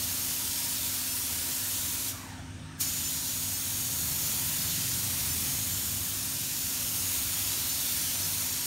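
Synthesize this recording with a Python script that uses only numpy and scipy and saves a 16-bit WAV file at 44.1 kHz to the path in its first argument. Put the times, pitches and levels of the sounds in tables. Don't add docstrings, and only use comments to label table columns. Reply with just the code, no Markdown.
import sys
import numpy as np
from scipy import signal
from scipy.fft import rfft, irfft, next_fast_len
from scipy.io import wavfile
from scipy.ndimage import uniform_filter1d

SR = 44100
rng = np.random.default_rng(int(sys.argv[2]) if len(sys.argv) > 2 else 0)


def field_ratio(decibels):
    return 10 ** (np.asarray(decibels, dtype=float) / 20)


def dump_mix(stems):
    frames = np.atleast_2d(stems).T
    limited = np.clip(frames, -1, 1)
    pcm = np.round(limited * 32767).astype(np.int16)
    wavfile.write(sys.argv[1], SR, pcm)


N = 381888


def evened(x):
    return x / np.sqrt(np.mean(abs(x) ** 2) + 1e-20)


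def read(points, hz):
    f, value = np.transpose(points)
    return np.interp(np.log(hz + 1), np.log(f + 1), value)


def columns(rows, t):
    s, *values = np.transpose(rows)
    return [np.interp(t, s, v) for v in values]


def bump(t, s, length):
    return np.exp(-(2 * (t - s) / length) ** 2)


def grid(size):
    hz = np.fft.rfftfreq(size, 1 / SR)[:, None]
    frames = np.arange(N * 4 // size + 5) * size / 4 / SR
    return hz, frames


def noise(field_db, patchy_db, size):
    a, b, patches = rng.standard_normal(field_db.shape[::-1] + (3,)).T
    patches = uniform_filter1d(patches, size[0], axis=0)
    patches = evened(uniform_filter1d(patches, size[1], axis=1))
    length = 2 * len(field_db) - 0.5
    z = (a + 1j * b) * field_ratio(field_db + patchy_db * patches)
    return evened(signal.istft(z, nperseg=length, noverlap=length * 3 // 4)[1][:N])


def resonate(x, hz, width):
    turn = np.exp(2j * np.pi * np.cumsum(hz * np.ones(len(x))) / SR)
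    r = np.exp(-np.pi * width / SR)
    return 2 * (turn * signal.lfilter([1 - r], [1, -r], x / turn)).real


def whistle(hz, width):
    once = resonate(rng.standard_normal(N), hz, width)
    return evened(resonate(once, hz, width))


RELEASE_S, CLOSE_S = 2.101, 0.036
SQUEEZE_S, OPEN_DB_PER_S = 2.8085, 1200
BURST_DB, BURST_S = 4, 0.029


def trigger(t):
    since = t - SQUEEZE_S
    rising_db = BURST_DB + OPEN_DB_PER_S * since
    settling_db = BURST_DB * np.exp(-abs(since) / BURST_S)
    opening_db = np.where(since < 0, rising_db, settling_db)
    closing = np.clip(1 - (t - RELEASE_S) / CLOSE_S, 0, 1)
    return closing + field_ratio(np.maximum(opening_db, -200))


# pitch_hz, level_db (per Hz)
JET = [(400, -15.5), (1200, -12.5), (2000, -10), (2600, -6), (3600, -3.5), (4400, -3), (5600, -1),
       (6500, 0), (8500, 0.5), (9400, 0.5), (11500, 0.5), (13500, -1.5), (15700, -2.2)]
# time_s, nearness_db (to the microphone), splash_db (of the jet on the lens)
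SWEEP = [(0, 1, .5), (.5, 0, 1), (1.2, 1, -1), (2.1, 0, 0), (2.85, -0.5, 0.5), (3.15, -1.5, 0.5),
         (3.5, -0.5, -1), (3.9, 0.5, -1.5), (4.35, 2.5, -1.5), (4.8, 1, 2), (5.3, 2, 0), (5.9, 0, -1.5),
         (6.4, -1.2, -0.1), (7.1, 2, -0.4), (7.8, 1.5, 1.5), (8.4, 1.5, 0), (8.66, -.5, 0)]
# loudest_s, length_s, level_db (against the jet), slide_hz
CAP = [(3.0, 0.38, -2, 50), (3.4, .25, -7, 100), (3.85, 0.4, -6, 400), (4.25, .4, -6, 28),
       (4.75, .4, -10, 30), (5.6, 0.27, -4.5, 397), (5.9, .4, -7, 30), (6.597, .2, -6, -200),
       (7.1, .35, -6, 150), (7.5, 0.56, -11, 100), (8.45, 0.28, -7, 200)]
JET_DB, CAP_HZ, CAP_REST_DB = -31, 6930, -11.5
NEAR_ALL, NEAR_TREBLE, NEAR_LOW = 0.47, 0.53, 0.94
RIDGE_HZ, RIDGE_WIDTH_HZ, RIDGE_DB = 4460, 300, 1.6
BURST_TREBLE_DB, BURST_HZ, BURST_BRIGHT_S = 6, 7500, 0.028


def gun():
    hz, frames = grid(size=512)
    near_db, splash_db = columns(SWEEP, frames)
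    high = 1 / (1 + (10200 / (hz + 1)) ** 12)
    low = 1 / (1 + (hz / 2600) ** 4)
    middle = 1 / (1 + (hz / 7000) ** 8) - low
    field_db = read(JET, hz) + (NEAR_TREBLE * high + NEAR_LOW * low) * near_db + middle * splash_db
    field_db += RIDGE_DB / (1 + (2 * (hz - RIDGE_HZ) / RIDGE_WIDTH_HZ) ** 2)
    bright = bump(frames, SQUEEZE_S + 0.003, BURST_BRIGHT_S)
    field_db += BURST_TREBLE_DB * bright / (1 + (BURST_HZ / (hz + 1)) ** 2)
    hiss = noise(field_db, 1.6, size=(3, 60))

    t = np.arange(N) / SR
    cap_hz = CAP_HZ - sum(slide * bump(t, s - length / 2, length) for s, length, db, slide in CAP)
    cap = field_ratio(CAP_REST_DB) + sum(field_ratio(db) * bump(t, s, length) for s, length, db, slide in CAP)
    jet = hiss + field_ratio(-9.5) * cap * whistle(cap_hz, 450)
    flutter_db = 0.5 * evened(uniform_filter1d(rng.standard_normal(N), 400))
    level_db = JET_DB + NEAR_ALL * columns(SWEEP, t)[0] + flutter_db
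    return field_ratio(level_db) * trigger(t) * jet


# pitch_hz, t60_s
ROOM = [(500, 2.1), (2000, 1.66), (6000, 1.23), (10000, 0.79), (15000, 0.64)]


def room(x):
    hz, t, z = signal.stft(rng.standard_normal(SR), SR, nperseg=256)
    decay_db = -60 * t / read(ROOM, hz)[:, None]
    tail = signal.istft(z * field_ratio(decay_db), SR, nperseg=256)[1]
    lead = np.concatenate([x[:SR][::-1], x])
    return signal.fftconvolve(lead, tail / np.linalg.norm(tail))[SR:SR + N]


# multiple (of the shaft rate), level_db
ORDERS = [(12, -68), (15, -64.5), (16, -52.5), (17, -61), (19, -63), (21, -70), (22, -69)]
# time_s, pitch_hz, level_db
INTAKE = [
    (0, 938, -58.5),
    (2, 952, -58),
    (2.5, 917, -65),
    (4.2, 937, -59),
    (5.5, 939, -65.5),
    (8.7, 946, -60),
]
SHAFT_HZ, HUM_FADE_DB_PER_S, HUM_WAVER = 16.1, 0.22, 0.11


def compressor():
    t = np.arange(N) / SR
    knots = np.arange(0, t[-1] + 0.2, 0.12)
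    hum = np.zeros(N)
    for k, db in ORDERS:
        waver = 1 + HUM_WAVER * np.interp(t, knots, rng.standard_normal(len(knots)))
        hum += field_ratio(db + 3.0) * waver * np.sin(2 * np.pi * (k * SHAFT_HZ * t + rng.random()))
    intake_hz, intake_db = columns(INTAKE, t)
    return field_ratio(-HUM_FADE_DB_PER_S * t) * hum + field_ratio(intake_db) * whistle(intake_hz, 47)


# time_s, firing_hz
SPEED = [(0, 20.2), (3, 19.6), (3.6, 19.1), (3.87, 19.6), (4.17, 20.9), (4.4, 21.2), (5, 21.1), (5.4, 20.3),
         (5.75, 19.8), (6.5, 19.6), (7.05, 18.8), (7.5, 20.5), (8.2, 19.4), (8.66, 19)]
# multiple (of the firing rate), level_db
IDLE = [(4, -64), (5, -55.5), (6, -58.5), (7, -60.5), (8, -59.5), (10, -68.5)]
# loudest_s, length_s, multiple, level_db
BOOMS = [(1.2, 0.56, 4, -52), (1.85, .2, 4, -50), (2.5, 0.81, 4, -51.5), (4.05, 0.23, 4, -43),
         (4.7, 0.36, 4, -47), (5.35, 0.4, 4, -43.5), (5.95, 0.27, 4, -63), (7.303, 0.55, 4, -51.5),
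         (0, 0.29, 5, -47), (.85, 0.27, 5, -53), (1.697, 0.34, 5, -51), (2.6, .8, 5, -52),
         (3.75, 1, 5, -47.5), (4.8, 0.76, 5, -46.5), (5.9, 0.74, 5, -43.5), (7.053, 0.16, 5, -45),
         (7.45, 0.21, 5, -45.5), (8.3, 0.54, 5, -48), (3.9, .5, 6, -47.5), (4.35, 0.25, 6, -56),
         (5, 0.62, 6, -47), (5.55, 0.34, 6, -52), (7.05, 0.38, 6, -53), (3.9, .3, 7, -51),
         (4.5, 0.73, 7, -46.5), (5.5, 0.46, 7, -52), (6.352, .4, 7, -50.5), (4.75, 0.33, 8, -46.5),
         (4.5, 0.67, 10, -60), (5.5, .5, 10, -55)]


def engine():
    t = np.arange(N) / SR
    uneven = 1 + 0.007 * evened(uniform_filter1d(rng.standard_normal(N), 5000))
    turns = np.cumsum(columns(SPEED, t)[0] * uneven) / SR
    out = np.zeros(N)
    for k, idle_db in IDLE:
        booms = sum(field_ratio(db) * bump(t, s, length) for s, length, which, db in BOOMS if round(which) == round(k))
        out += (field_ratio(idle_db) + booms) * np.sin(2 * np.pi * (round(k) * turns + rng.random()))
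    return out


# pitch_hz, level_db (per Hz)
ROAD = [(15, -58), (30, -32), (45, -9), (85, 6), (107, -0.5), (146, -3), (205, -1.5), (254, -10.5),
        (277, -9.5), (307, -11), (500, -25), (700, -75)]
# time_s, nearness_db
STREET = [
    (0, 1),
    (1.2, -.5),
    (2.8, 1),
    (3.4, 1),
    (4, 3),
    (4.7, 3.5),
    (5.4, 5),
    (6.4, 2.5),
    (7.2, 1),
    (8.66, 0),
]
# start_s, length_s, pitch_hz, level_db
ENGINES = [
    (2.252, 1.4, 153.6, -50.5),
    (3.95, 0.5, 153.8, -47.5),
    (4.95, 0.72, 138.2, -50.5),
    (7.95, 0.69, 151, -53.5),
]
RUMBLE_DB, UPPER_FOLLOWS, DRIFT_HZ_PER_S = -49, 0.17, 1.524


def traffic():
    hz, frames = grid(size=2048)
    upper = 1 / (1 + (120 / (hz + 1)) ** 6)
    field_db = read(ROAD, hz) + UPPER_FOLLOWS * columns(STREET, frames)[0] * upper
    t = np.arange(N) / SR
    out = field_ratio(RUMBLE_DB + columns(STREET, t)[0]) * noise(field_db, 1.13, size=(2, 20))
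    for start, length, firing_hz, db in ENGINES:
        since = np.clip(t - start, 0, length)
        heard = np.minimum(np.minimum(since, length - since) / 0.15, 1)
        hz = firing_hz + DRIFT_HZ_PER_S * (since - length / 2)
        tone = np.sin(2 * np.pi * np.cumsum(hz) / SR)
        out += field_ratio(db) * heard * (tone + 0.29 * whistle(hz, 6.3))
    return out


# pitch_hz, level_db (per Hz)
YARD = [(180, -36), (300, -7.5), (420, -18), (600, -11.5), (1000, -15), (1750, -10.5), (2050, -15.5),
        (3500, -17), (5000, -21.5), (6200, -19.5), (7500, -26), (10000, -28), (12000, -34), (16000, -43)]
# pitch_hz, width_hz, level_db
LEAK = [
    (8180, 480, -62),
    (8960, 400, -67),
]
YARD_DB = -50.5


def yard():
    hz, frames = grid(size=1024)
    wash = field_ratio(YARD_DB) * noise(read(YARD, hz) + 0 * frames, 1.8, size=(10, 14))
    return wash + sum(field_ratio(db) * whistle(f, width) for f, width, db in LEAK)


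# time_s, pitch_hz, level_db
SIGH = [
    (2.1, 1350, -70),
    (2.15, 1190, -51.5),
    (2.24, 990, -50),
    (2.31, 888, -53),
    (2.36, 740, -53),
    (2.42, 706, -57),
    (2.49, 674, -77),
]


def hose():
    hz, db = columns(SIGH, np.arange(N) / SR)
    breath = whistle(hz, 260) + field_ratio(-5) * whistle(1.9 * hz, 650)
    return field_ratio(np.where(db > SIGH[0][2], db, -140)) * breath


FRAME, FRAME_START = 1024, 38
FILL_COUNT, FILL_LO_HZ, FILL_HI_HZ, FILL_WIDTH_HZ = 50, 4200, 14400, 1350


def fills(mid, db):
    n, k = np.arange(2 * FRAME), np.arange(FRAME) + 0.5
    basis = np.cos(np.pi / FRAME * np.outer(k, n + 0.5 + FRAME / 2))
    basis *= np.sin(np.pi * (n + 0.5) / (2 * FRAME)) * np.sqrt(2 / FRAME)
    places = rng.random((FILL_COUNT, 2))
    chances = rng.standard_normal((FILL_COUNT, FRAME))
    side = np.zeros(N)
    for (when, where), chance in zip(places, chances):
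        start = FRAME_START + FRAME * int(when * (N // FRAME - 2))
        lo_hz = FILL_LO_HZ + where * (FILL_HI_HZ - FILL_LO_HZ)
        lo_bin = round(lo_hz * 2 * FRAME / SR)
        hi_bin = round((lo_hz + FILL_WIDTH_HZ) * 2 * FRAME / SR)
        band = slice(lo_bin, hi_bin)
        level = np.std(basis[band] @ mid[start:start + 2 * FRAME])
        side[start:start + 2 * FRAME] += field_ratio(db) * level * chance[band] @ basis[band]
    return side


# pitch_hz, width_hz, level_db
PORT = [
    (4900, 220, -2.5),
    (7680, 570, -4),
    (10390, 580, -6),
]
EDGE_HZ = 15780


def microphone(dry):
    size = next_fast_len(N)
    hz = np.fft.rfftfreq(size, 1 / SR)
    port_db = sum(db / (1 + (2 * (hz - f) / width) ** 2) for f, width, db in PORT)
    edge = np.clip((EDGE_HZ - hz) / 50, 0, 1)
    return irfft(rfft(dry, size) * field_ratio(port_db) * edge, size)[:, :N]


def scene():
    echoes = room(gun())
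    mix = gun() + field_ratio(-6.5) * echoes + compressor() + engine() + traffic() + yard() + hose()
    return np.array([mix, mix])


def roll_off(x):
    return signal.sosfilt(signal.butter(12, 17080, fs=SR, output="sos"), x)


def record(dry):
    heard = microphone(dry)
    side = fills(heard[0], db=-1.0)
    return roll_off(heard + [side, -side])


dry = scene()
out = record(dry)
dump_mix(out)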